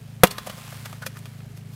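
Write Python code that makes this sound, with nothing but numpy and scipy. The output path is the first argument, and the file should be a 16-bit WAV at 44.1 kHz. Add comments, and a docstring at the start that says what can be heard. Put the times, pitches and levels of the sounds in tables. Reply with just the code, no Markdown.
"""Sword on a plastic helmet

A sword swishes down and cracks on a hard plastic helmet on a wooden post, overloading the microphone.
The blade rings faintly, slides over the shell and lifts off; the helmet rocks and knocks on the post.
It is outdoors by a lake, with a soft hiss and a low throb like an idling engine underneath."""
import sys
import numpy as np
from scipy import signal
from scipy.fft import rfft, irfft
from scipy.io import wavfile

SR = 44100
rng = np.random.default_rng(int(sys.argv[2]) if len(sys.argv) > 2 else 0)


def dump(signal):
    """Clip the signal to [-1, 1] and save it as 16-bit WAV at the path in sys.argv[1]."""
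    limited = np.clip(np.atleast_2d(signal).T, -1, 1)
    pcm = np.round(limited * 32767).astype(np.int16)
    wavfile.write(sys.argv[1], SR, pcm)


N = 77175
T = np.arange(N) / SR

# Ringing tones of each object (f/Hz, level/dB, t60/s); t60 is the time to fade by 60 dB
SHELL_TONES = [(190, 0, 0.064), (318.6, -6.5, 0.045), (464.6, -12.5, 0.1), (510, 6, 0.035),
               (714, 1.5, 0.037), (1000, -19.5, 0.03), (1140, -4, 0.043), (1209, -4, 0.039),
               (1477, -9.5, 0.021), (2435, -9, 0.04), (2757, -13, 0.0353), (3410, -6, 0.038)]
BLADE_TONES = [(408, -26, .4), (1045, -32.5, 1.1), (1281, -32, .42), (4016, -43, .35), (4452, -45, .35)]  # damped by the hand
POST_TONES = [(190, -7.5, 0.13), (542, -1.5, 0.036), (608, -1.5, 0.044), (740, -22, 0.046)]
RIM_TONES = [(525, -4, 0.11), (1320, -4, 0.034), (1485, -2.5, 0.033), (1766, -0.5, 0.021),
             (2420, 0.5, 0.03), (3205, -0.5, 0.025), (3570, -23, 0.032), (4474, -3, 0.022)]  # the helmet's hollow-sounding edge
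# Scuffs of the rocking helmet (t/s, rise/s, t60/s, post level/dB, then low, mid, high, top level/dB)
SCUFFS = [(.272, 0.0025, 0.043, -28, -38, -28, -23.5, -19.5),
          (0.312, 0.003, 0.066, -26, -29, -27, -21.5, -21.5),
          (0.383, 0.0018, 0.058, -29, -42, -22, -25, -28),
          (.472, 0.005, 0.055, -22.5, -23.5, -29.5, -30, -29),
          (.4975, 0.0017, 0.079, -26.5, -57, -31, -31, -35), (0.533, 0.0025, .04, -40, -36, -48, -49, -51),
          (0.58, 0.0013, 0.091, -37.5, -46, -41, -43, -42.5),
          (.727, 0.0034, 0.014, -38, -44, -38.5, -55, -48),
          (0.857, 0.0032, 0.062, -40.5, -53, -35, -39.5, -39),
          (.929, 0.00061, 0.031, -44, -44, -35.5, -44.5, -46),
          (1.023, 0.0033, 0.078, -43, -37, -42.5, -41.5, -45.5),
          (1.0648, 0.002, 0.047, -33, -44, -32.5, -30.5, -28.5),
          (1.173, 0.0099, 0.04, -54, -51, -40.5, -53, -48), (1.191, 0.0048, 0.025, -69, -52, -53, -52, -46),
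          (1.2565, 0.00068, 0.059, -48.5, -68, -45.5, -48.5, -46.5),
          (1.576, 0.011, 0.066, -63, -59.5, -56, -54, -51),
          (1.742, 0.021, 0.066, -65.5, -79, -62, -55, -53.5)]
# Borders of those low, mid, high and top bands (f/Hz)
SCUFF_EDGES = [480, 1000, 2000, 5000, 14500]
# Squeaks of the rubbing shell (t/s, f/Hz, level/dB, length/s)
SHELL_SQUEAKS = [(.275, 2880, -28, .006), (.311, 8500, -29, .0032), (.313, 4450, -22, .0035),
                 (.3845, 3950, -24, .0023), (.5, 2950, -37, .005), (1.033, 1510, -35, .007)]
# Clacks of the rim as it settles (t/s, level/dB, favoured f/Hz, share of the full ring time)
CLACKS = [(.857, -41, 1300, 0.54), (1.0647, -25.5, 1480, 0.86), (1.1703, -33.5, 1880, .3),
          (1.2562, -36.5, 2900, 0.56), (1.4053, -42, 1500, 0.42)]
# Loudness over time (t/s, level/dB)
SLIDE_LEVELS = [(.23, -56.5), (.27, -42), (.44, -41.5), (.52, -41), (.6, -42), (.73, -44), (.84, -47),
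                (.93, -48), (1.0, -53), (1.12, -54), (1.3, -53.5), (1.5, -57.5)]  # blade on the shell
RUMBLE_LEVELS = [(0, -55), (.22, -51.5), (.3, -30), (.5, -42.5), (.8, -49.5), (1.2, -51.5), (1.75, -49)]  # swells after the blow
# How often the engine fires (t/s, f/Hz)
FIRING_RATE = [(0, 26.86), (.7, 27.18), (1.35, 26.46), (1.75, 26.61)]
# Colours: how strong a sound's low and high parts are next to each other (f/Hz, level/dB)
CRUNCH_COLOUR = [(110, -45.5), (300, -0.5), (620, 2.5), (850, 9), (1300, 9.5), (2000, 4.5), (4100, -2.5),
                 (5600, -7.5), (10500, -6.5), (16000, -7)]  # plastic under the edge
SCRAPE_COLOUR = [(100, -15.5), (350, -4.5), (600, 5.5), (1500, 7), (3000, 4), (6000, -0.5), (11000, -1.5),
                 (16000, -5.5)]  # steel sliding on plastic
SWISH_COLOUR = [(60, -34.5), (200, 8), (550, 7), (1000, 4), (2000, -3), (8000, -48)]  # air round the blade
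SHORE_COLOUR = [(100, -26), (1200, 3.5), (4000, 6), (15000, -4)]  # echo from the shore
EXHAUST_COLOUR = [(40, -26), (54, -18), (80, -34.5), (107, 3), (133, 1.5), (160, 0), (188, -21.5),
                  (214, -8.5), (245, -16.5), (320, -30.5), (600, -60.5), (1500, -87)]  # one engine puff
HISS_COLOUR = [(180, -29), (300, -17.5), (417, 2), (453, -5.5), (744, -7.5), (1030, -19.5), (2140, -15.5),
               (9930, -29.5), (15500, -43)]  # outdoor air
LOW_COLOUR = [(15, -13.5), (45, -9.5), (75, -4.5), (130, 0), (210, -1.5), (330, -22), (2000, -60)]  # low rumble

BLOW_S, BLOW_T60 = .2347, .075  # when the sword lands; fade of its crunch and swish


def blow(shell_db=2, crunch_db=-4, swell_s=.0034):
    """The edge lands: shell and blade ring, the plastic crunches and the edge skids with a squeak."""
    crunch = amp(crunch_db) * noise(CRUNCH_COLOUR) * burst(BLOW_S + swell_s, 2 * swell_s, BLOW_T60)
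    skid = squeak(at=BLOW_S + .00273, hz=11300, db=0, length=.00093, width_hz=1300)
    ringing = amp(shell_db) * ring(SHELL_TONES, BLOW_S) + ring(BLADE_TONES, BLOW_S)
    return (ringing + crunch + skid) * (T > BLOW_S)


def knocks(grit_db=4.5, shell_db=-8):
    """The rocking helmet scuffs against post and blade and makes the post ring; some scuffs squeak."""
    rub = rng.standard_normal(N)
    through_shell = signal.fftconvolve(rub, ring(SHELL_TONES, 0))[:N]
    grit = flutter(grit_db, lo_hz=258, hi_hz=1160)
    layers = []
    for lo, hi in zip(SCUFF_EDGES, SCUFF_EDGES[1:]):
        layer = band(rub, lo, hi)
        if lo < SHELL_TONES[-1][0]:  # the shell adds nothing to a band above its highest tone
            layer += amp(shell_db) * band(through_shell, lo, hi)
        layers.append(unit(grit * layer))
    out = sum(squeak(*row, width_hz=110) for row in SHELL_SQUEAKS)
    for at, rise, t60, post_db, *bands_db in SCUFFS:
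        scuff = burst(at, rise, t60) * (amp(bands_db) @ np.array(layers))
        out += scuff + amp(post_db) * ring(POST_TONES, at)
    return out


def rim_clacks(octave_drop_db=4, echo_db=-10, echo_s=.0053):
    """The rim clacks on the post, ringing less where it stays pressed; the ground echoes each clack."""
    out = np.zeros(N)
    for at, db, favoured_hz, share in CLACKS:
        tones = [(hz, level - octave_drop_db * np.log2(hz / favoured_hz) ** 2, t60 * share)
                 for hz, level, t60 in RIM_TONES]
        out += amp(db) * (ring(tones, at) + amp(echo_db) * ring(tones, at + echo_s))
    return out


def slide():
    """Steel dragged over plastic makes a grainy hiss."""
    grain = flutter(depth_db=2, lo_hz=3, hi_hz=260)
    return amp(curve(SLIDE_LEVELS)) * unit(noise(SCRAPE_COLOUR) * grain)


def swish(db=-48.5, rise_s=.018):
    """Air rushes round the blade, louder and louder until it lands."""
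    return amp(db) * noise(SWISH_COLOUR) * burst(BLOW_S, rise_s, BLOW_T60)


def shore_echo(x, db=-22.5, t60=.8):
    """The shore scatters the sound back as a thin, fading tail."""
    tail = noise(SHORE_COLOUR) * np.exp(-np.log(1000) * T / t60)
    return amp(db) * signal.fftconvolve(x, tail / np.linalg.norm(tail))[:N]


def engine(db=-40, spread_db=.15):
    """Each firing sends one puff through a dull exhaust pipe."""
    count = np.floor(.63 + np.cumsum(curve(FIRING_RATE)) / SR)  # firings so far
    pulses = np.diff(count, prepend=count[0]) * amp(spread_db * rng.standard_normal(N))
    # Turn the colour into a puff that starts fast and then dies away (minimum phase)
    log_gain = np.log(gain_at(EXHAUST_COLOUR, abs(np.fft.fftfreq(8192, 1 / SR))))
    spectrum = np.exp(np.conj(signal.hilbert(log_gain)))
    puff = np.fft.ifft(spectrum).real[:4096]
    return amp(db) * unit(signal.fftconvolve(pulses, puff)[:N])


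def air(hiss_db=-58):
    """A steady outdoor hiss, and a low rumble that swells after the blow."""
    return amp(hiss_db) * noise(HISS_COLOUR) + amp(curve(RUMBLE_LEVELS)) * noise(LOW_COLOUR)


def ring(tones, start, contact_s=.0001):
    """A struck object's tones build up with the force of the hit, then fade."""
    t = np.maximum(T - start, 0)
    ringing = sum(amp(db) * np.exp(-np.log(1000) * t / t60) * np.cos(2 * np.pi * hz * t)
                  for hz, db, t60 in tones)
    return ringing * (1 - np.exp(-t / contact_s))


def squeak(at, hz, db, length, width_hz):
    """Surfaces stick and slip, making a short, unsteady tone."""
    wander = np.sqrt(2 * np.pi * width_hz / SR) * rng.standard_normal(N)
    phase = np.cumsum(2 * np.pi * hz / SR + wander)
    swell = np.exp(-.5 * ((T - at) / length) ** 2)
    return amp(db) * swell * np.sqrt(2) * np.sin(phase)


def burst(at, rise, t60):
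    """A loudness shape that swells to one moment and dies away."""
    return np.exp(np.minimum(T - at, 0) / rise - np.log(1000) * np.maximum(T - at, 0) / t60)


def flutter(depth_db, lo_hz, hi_hz):
    """A random wobble in loudness that makes a sound rough."""
    return amp(depth_db * band(rng.standard_normal(N), lo_hz, hi_hz))


def noise(colour):
    """Noise of the given colour, at strength 1."""
    gains = gain_at(colour, np.fft.rfftfreq(N, 1 / SR))
    return unit(irfft(rfft(rng.standard_normal(N)) * gains, N))


def band(x, lo_hz, hi_hz):
    """Keeps the part between two frequencies, at strength 1."""
    return unit(signal.sosfilt(signal.butter(3, [lo_hz, hi_hz], "band", fs=SR, output="sos"), x))


def gain_at(colour, f):
    """Reads a colour table at frequencies f, as multipliers."""
    hz, db = np.transpose(colour)
    return amp(np.interp(np.log(f + 1), np.log(hz), db))


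def curve(points):
    """Joins points in time with straight lines."""
    return np.interp(T, *np.transpose(points))


def amp(db):
    """Turns decibels into a multiplier."""
    return 10 ** (np.asarray(db) / 20)


def unit(x):
    """Scales a sound to an average strength (rms) of 1."""
    return x / np.sqrt(np.mean(x ** 2) + 1e-20)


def scene():
    """Swing, blow and rattle over the lakeside background."""
    near = swish() + blow() + knocks() + rim_clacks() + slide()
    return (near + shore_echo(near) + engine() + air())[None]


def record(dry, low_cut_hz=12.5, high_cut_hz=15800):
    """An automatic volume control dips after the blow, too late to stop it from clipping."""
    limit_db, share_removed, react_s, recover_db_per_s = -27.5, .49, .018, 53.5
    x = signal.lfilter(*signal.butter(1, low_cut_hz, "high", fs=SR), dry[0])
    keep = np.exp(-1 / (react_s * SR))
    smoothing = [1 - keep], [1, -keep]
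    level_db = 10 * np.log10(signal.lfilter(*smoothing, x ** 2) + 1e-12)
    fall = recover_db_per_s * T
    held_db = np.maximum.accumulate(level_db + fall) - fall  # holds each peak, then lets it sink
    excess_db = np.maximum(held_db - limit_db, 0)
    volume = amp(-share_removed * signal.lfilter(*smoothing, excess_db))
    clipped = np.clip(x * volume, -1, 1)
    high_cut = signal.firwin(255, high_cut_hz, window=("kaiser", 8), fs=SR)
    return signal.oaconvolve(clipped, high_cut, "same")[None]


dry = scene()
out = record(dry)
dump(out)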